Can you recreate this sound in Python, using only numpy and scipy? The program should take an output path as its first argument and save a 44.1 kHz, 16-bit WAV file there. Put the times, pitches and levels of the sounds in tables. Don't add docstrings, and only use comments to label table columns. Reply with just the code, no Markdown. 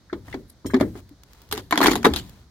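import sys
import numpy as np
from scipy import signal
from scipy.fft import rfft, irfft
from scipy.io import wavfile
from scipy.ndimage import uniform_filter1d

SR = 44100
rng = np.random.default_rng(int(sys.argv[2]) if len(sys.argv) > 2 else 0)


def bounce(signal):
    frames = np.transpose(np.atleast_2d(signal))
    limited = np.clip(frames, -1, 1)
    pcm = np.round(limited * 32767).astype(np.int16)
    wavfile.write(sys.argv[1], SR, pcm)


N = 110250
TIME = np.arange(N) / SR


def from_db(db):
    return 10 ** (np.asarray(db) / 20)


def rms_one(x):
    return x / np.sqrt(np.mean(x ** 2) + 1e-20)


def at_hz(points, hz):
    f, value = np.transpose(points)
    return np.interp(np.log(hz + 1), np.log(f), value)


# (f/Hz, likeness from 0 to 1)
STEREO_LIKENESS = [(100,0.93),(300,0.97),(600,0.78),(1200,0.51),(2500,0.29),(5000,0.1),(14000,0.16)]


def noise(spectrum, low_hz=15, high_hz=20000):
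    hz = np.arange(N // 2 + 1) * SR / N
    alike = np.clip(at_hz(STEREO_LIKENESS, hz), 0, 1)
    mid, side = rfft(rng.standard_normal((2, N)))
    pair = np.sqrt(1 + alike) * mid + np.sqrt(1 - alike) * side * [[1], [-1]]
    in_band = (hz > low_hz) * (hz < high_hz)
    return rms_one(irfft(pair * from_db(at_hz(spectrum, hz)) * in_band, N))


def even(x, window_s):
    power = np.mean(np.abs(signal.hilbert(x)) ** 2, axis=0) / 2
    return x / np.sqrt(uniform_filter1d(power, max(1, int(window_s * SR))) + 1e-6)


def swell(s, rise_s, t60):
    age = np.maximum(TIME - s, 0)
    rise = 1 - np.exp(-np.minimum(age / rise_s, 20))
    return rise * from_db(-60 * np.minimum(age / t60, 2))


def dying(times, db, t60):
    kicks = np.zeros(N)
    np.add.at(kicks, (np.asarray(times) * SR).astype(int), from_db(db) ** 2)
    keep = np.exp(-2 * np.log(1000) / (t60 * SR))
    return signal.lfilter([1], [1, -keep], kicks + 1e-18)


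def softened(power, rise_s):
    r = np.exp(-1 / (rise_s * SR))
    return np.sqrt(signal.lfilter([1 - r], [1, -r], power))


BOARD_RESONANCES = [197, 281, 382, 641, 835, 1011, 1169, 1295, 1410, 1600, 1790, 3274]
BOARD_MODE_DB, BOARD_MODE_WIDTH = 5.5, 0.0074


def with_modes(x):
    hz = np.arange(N // 2 + 1) * SR / N
    lift = sum(1 / (1 + ((hz / mode - 1) / BOARD_MODE_WIDTH) ** 2) for mode in BOARD_RESONANCES)
    return rms_one(irfft(rfft(x) * from_db(BOARD_MODE_DB * lift), N))


COLOUR_SHIFT_DB = 3.5


def restless(x):
    cells = signal.stft(x, nperseg=512)[2]
    lift = rng.standard_normal(cells.shape[1:])
    lift = uniform_filter1d(lift, size=5, axis=0)
    lift = uniform_filter1d(lift, size=3, axis=1)
    return signal.istft(cells * from_db(COLOUR_SHIFT_DB * rms_one(lift)))[1][:, :N]


# (f/Hz, level/dB per Hz)
TIMBER_COLOUR = [(150,-8),(210,-5),(280,4.5),(390,1.5),(490,-8),(570,-14),(700,-6.5),(1020,-9.5),(1450,-15),(1850,-12),(2600,-18.5),(3400,-9.5),(4400,-11.5),(5800,-20.5),(6900,-17.5),(8300,-27),(11000,-20.5),(15500,-22.5)]
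YARD_DB, YARD_T60_S = -33.5, 0.49
LOWS_LINGER = 1.18


def timber(blows, decays, rise_s, gain_db, grain=1):
    s, *levels = np.transpose(blows)
    out = 0
    for db, (low, high, first, tail_db, tail) in zip(levels, decays):
        wood = even(restless(with_modes(noise(TIMBER_COLOUR, low, high))), 2 / low)
        if low > 2000:
            wood = wood * grain
        split = signal.butter(2, np.sqrt(low * high), fs=SR, output="sos")
        lower = signal.sosfiltfilt(split, wood)
        for half, stretch in ((lower, LOWS_LINGER), (wood - lower, 1 / LOWS_LINGER)):
            burst = dying(s, db, first * stretch)
            deck_tail = dying(s, db + tail_db, tail * stretch)
            yard = dying(s, db + YARD_DB, YARD_T60_S)
            out = out + softened(burst + deck_tail + yard, rise_s + .5 / high) * half
    return from_db(gain_db) * out


def grains(spans, spectrum, per_s, spread_db, grain_t60):
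    level = 0
    for start, end, db in spans:
        progress = np.clip((TIME - start) / (end - start), 0, 1)
        level = level + from_db(db) * np.sqrt(np.abs(np.sin(np.pi * progress)))
    happens = rng.random(N) < per_s / SR
    sizes = from_db(spread_db * np.minimum(rng.exponential(1, N), 4))
    clicks = rms_one(happens * sizes * rng.choice([-1, 1], N)) * level
    dealt = rng.integers(0, 10, N)
    source, size, out = noise(spectrum), 1024, 0
    for k in range(10):
        snap = source[:, k * size:(k + 1) * size] * from_db(-60 * TIME[:size] / grain_t60)
        snap = rms_one(snap) / np.sqrt(size)
        out = out + signal.oaconvolve([clicks * (dealt == k)], snap, axes=1)[:, :N]
    return out


# (f/Hz, level/dB per Hz, relative)
AIR_COLOUR = [(20,-34.5),(55,2),(110,-5.5),(260,-14),(500,-21),(1100,-26),(2000,-28.5),(2650,-37),(4000,-26.5),(6500,-33),(8000,-40),(16000,-47)]
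AIR_DB = -54


def outdoor_air():
    return from_db(AIR_DB) * noise(AIR_COLOUR)


# (t/s, level/dB, f/Hz)
EDGE_TAPS = [(0.097,-42,1590),(0.128,-42,3540),(.327,-32,1980),(0.647,-39,1030),(0.661,-43.5,1930),(.699,-42.5,1120),(0.702,-35.5,1700),(0.743,-26,1705)]
TAP_RISE_S, TAP_T60_S = 0.00066, 0.074
TAP_SPREAD, TAP_SKIRT_DB = 1.6, -26


def taps():
    out = 0
    for s, db, hz in EDGE_TAPS:
        low, high = hz / TAP_SPREAD, hz * TAP_SPREAD
        cluster = noise([(low, TAP_SKIRT_DB), (hz, 0), (high, TAP_SKIRT_DB)], low, high)
        out = out + from_db(db) * swell(s, TAP_RISE_S, TAP_T60_S) * even(cluster, 10 / hz)
    return out


# (t/s, level/dB before rise and decay, f/Hz, rise/s, t60/s)
BOARD_THUMPS = [(0.127,-22,343,0.0016,0.098),(0.341,-25,321,0.011,0.094),(0.653,-15,237,0.001,0.024),(0.741,3,259.3,0.011,0.092),(.747,-11,382,0.0065,0.13),(0.811,-18,481,0.0025,0.061),(.810,-16,620,0.0012,0.06),(0.806,-22.5,116.2,0.0089,0.2),(1.11,-31,287,0.0068,0.073),(1.53,-20,425.5,0.01,0.12),(1.7245,0,1025,0.0015,0.022),(1.726,-15,311,0.0017,0.13),(1.786,-12,272,0.0061,0.081),(1.883,2.5,300,0.0022,0.026),(1.965,-26,230,0.0011,0.35),(2.066,-3.5,443,0.00015,0.059),(2.068,-22,301.4,0.0027,0.16),(2.111,-17.5,76.2,0.0036,0.14)]


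def thumps():
    out = 0
    for s, db, hz, rise, t60 in BOARD_THUMPS:
        out = out + from_db(db) * swell(s, rise, t60) * np.sin(2 * np.pi * hz * (TIME - s))
    return out


# (t/s, hollow body level/dB, knock level/dB, snap level/dB, splinter hiss level/dB)
BAR_KNOCKS = [(.129,-26.5,-30,-44,-61),(.281,-44,-40,-55,-66),(.327,-51,-51,-44,-75),(.342,-25,-32,-40.5,-57),(.646,-35,-54,-77,-80),(.658,-25.5,-47,-43,-67),(.736,-18,-27.5,-41,-54),(.742,-18.5,-22,-29.5,-46),(.765,-30.5,-33,-41,-53),(.800,-45,-28.5,-40.5,-47),(.809,-12.5,-21,-30,-37.5),(.826,-23.5,-30.5,-60,-62),(.953,-35,-42,-58,-70)]
# (low f/Hz, high f/Hz, first t60/s, tail level/dB, tail t60/s)
BAR_KNOCK_DECAY = [(153.8,620,0.025,-5,0.22),(534,2350,0.038,-13.5,0.14),(2337,7700,0.023,-9,0.084),(7500,18000,0.038,-16,0.1)]


def knocks():
    return timber(BAR_KNOCKS, BAR_KNOCK_DECAY, rise_s=0.0011, gain_db=1.5)


# (t/s, level/dB)
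FRAME_JOLTS = [(0.129,-40),(.27,-39),(0.649,-33),(0.789,-30),(1.496,-37),(1.871,-30),(2.05,-29.5),(2.18,-42)]
# (f/Hz, level/dB per Hz, relative)
JOIST_COLOUR = [(25,-13.5),(45,-3),(60,0),(100,3),(150,-6),(240,-9.5),(400,-43)]
JOIST_RISE_S, JOIST_T60_S = 0.044, 0.52


def joists():
    s, db = np.transpose(FRAME_JOLTS)
    rumble = even(noise(JOIST_COLOUR, low_hz=39.4), 0.035)
    return softened(dying(s, db, JOIST_T60_S), JOIST_RISE_S) * rumble


FRICTION_GRAINS_PER_S, FRICTION_SPREAD_DB = 2000, 3
# (start t/s, end t/s, level/dB)
BLADE_SCRAPES = [(.245,.37,-51.5),(.94,1.01,-49.5),(1.25,1.52,-58),(2.2,2.45,-58.5)]
# (f/Hz, level/dB per Hz, relative)
SCRAPE_COLOUR = [(300,3),(1000,-0.5),(4500,-9),(8000,-12.5),(16000,-15.5)]


def scrapes():
    return grains(BLADE_SCRAPES, SCRAPE_COLOUR, FRICTION_GRAINS_PER_S, FRICTION_SPREAD_DB, grain_t60=0.017)


# (start t/s, end t/s, level/dB)
EDGE_SKIDS = [(.475,.535,-63.5),(.497,.505,-47.5),(.660,.674,-63)]
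# (f/Hz, level/dB per Hz, relative)
SKID_COLOUR = [(2500,-33),(3800,1),(5000,6),(7000,-10),(9000,10),(12000,9.5),(16000,-21)]


def skids():
    return grains(EDGE_SKIDS, SKID_COLOUR, FRICTION_GRAINS_PER_S, FRICTION_SPREAD_DB, grain_t60=0.012)


# (t/s, level/dB)
STEEL_CLINKS = [(0.664,-40),(.709,-52),(0.743,-57),(.810,-56)]
# (f/Hz, level/dB relative to the clink, t60/s)
STEEL_MODES = [(3225,-8.5,0.27),(4050,-8,.12),(5464,-3,0.1),(6680,-1,.05),(7031,-3,.1),(8560,-5,0.14),(8860,-5,0.1),(12090,-3,.1),(13730,-9,0.13),(14380,-2,.11)]
STEEL_CHATTER, CHATTER_S = .7, 0.003


def steel():
    s, db = np.transpose(STEEL_CLINKS)
    out = np.zeros((2, N))
    for hz, mode_db, t60 in STEEL_MODES:
        for side in out:
            touch_db = db + mode_db + rng.normal(0, 0.44, len(s))
            level = softened(dying(s, touch_db, t60), 0.00046)
            wobble = uniform_filter1d(rng.standard_normal(N), int(CHATTER_S * SR))
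            chatter = 1 + STEEL_CHATTER * rms_one(wobble)
            side += level * chatter * np.sin(2 * np.pi * (hz * TIME + rng.random()))
    return out


# (t/s, level/dB)
FIBRE_TICKS = [(1.092,-47),(1.235,-39.5),(1.333,-41.5),(1.418,-42),(1.49,-46.5),(2.295,-38)]
TICK_T60_S = 0.016


def ticks():
    s, db = np.transpose(FIBRE_TICKS)
    colour = [(2500, -1), (4500, 3), (9000, -5.5), (16000, 3.0)]  # (f/Hz, level/dB per Hz)
    return np.sqrt(dying(s, db, TICK_T60_S)) * noise(colour)


# (start t/s, end t/s, level/dB)
FIBRE_TEARS = [(1.512,1.61,-40),(1.80,1.93,-26),(2.026,2.075,-28),(2.15,2.21,-41)]
# (f/Hz, level/dB per Hz, relative)
TEAR_COLOUR = [(300,-2),(1000,-1.5),(1900,0),(4000,-10.5),(7000,-8.5),(8500,-19),(16000,-20.5)]


def tears():
    return grains(FIBRE_TEARS, TEAR_COLOUR, per_s=260, spread_db=2.5, grain_t60=0.027)


JERK_DB, JERK_S = 3.5, .0008


def splintery():
    jerks = rms_one(uniform_filter1d(rng.standard_normal(N), int(JERK_S * SR)))
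    return rms_one(from_db(JERK_DB * np.minimum(jerks, 2)))


# (t/s, hollow body level/dB, knock level/dB, snap level/dB, splinter hiss level/dB)
BOARD_CRACKS = [(1.513,-45,-34.5,-27.5,-33),(1.525,-34,-23.5,-21.5,-22),(1.577,-33,-29,-27,-35.5),(1.709,-36.5,-24.5,-23.5,-26),(1.725,-24,-10,-18.5,-35),(1.757,-37,-21.5,-30,-38),(1.776,-23,-14,-13,-24),(1.805,-23.5,-14,-30,-36),(1.814,-16,-11.5,-16,-26.5),(1.829,-26.5,-12.5,-20.5,-23),(1.833,-30.5,-18.5,-24.5,-24),(1.839,-34.5,-15,-16.5,-19),(1.844,-15.5,-14,-19,-41),(1.859,-38,-9,-14,-30.5),(1.868,-17.5,-17.5,-10.5,-18),(1.882,-22,-11,-37,-40),(1.911,-22,-31,-20,-27),(1.915,-21.5,-20.5,-17.5,-27),(1.933,-25.5,-22.5,-25.5,-30),(1.955,-24,-18.5,-18.5,-24),(2.044,-29.5,-19,-23.5,-29),(2.048,-16.5,-9,-15,-29.5),(2.054,-20,-6,-15,-25),(2.066,-13.5,-37.5,-30.5,-33),(2.137,-49,-27.5,-21.5,-33.5),(2.161,-39,-30,-16,-24),(2.187,-41.5,-54,-26,-36.5)]
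# (low f/Hz, high f/Hz, first t60/s, tail level/dB, tail t60/s)
BOARD_CRACK_DECAY = [(162,620,0.046,-8,.28),(657,2350,0.016,-9.5,0.087),(2384,7700,0.0053,-10,0.082),(7900,15000,0.0098,-11.5,0.094)]


def cracks():
    return timber(BOARD_CRACKS, BOARD_CRACK_DECAY, rise_s=0.00047, gain_db=2.5, grain=splintery())


LEFT_DB, LEFT_LAG_S = 1.25, -0.000071


def scene():
    wood = taps() + thumps() + knocks() + joists() + ticks() + cracks()
    left, right = wood + scrapes() + skids() + steel() + tears()
    left = np.interp(TIME - LEFT_LAG_S, TIME, left) * from_db(LEFT_DB)
    return np.array([left, right]) + outdoor_air()


CUTOFF_HZ = 16100


def record(dry):
    held = dry / (1 + (dry / .9) ** 6) ** (1 / 6)
    top_cut = signal.ellip(10, .1, 80, CUTOFF_HZ, fs=SR, output="sos")
    return signal.sosfilt(top_cut, held)


dry = scene()
out = record(dry)
bounce(out)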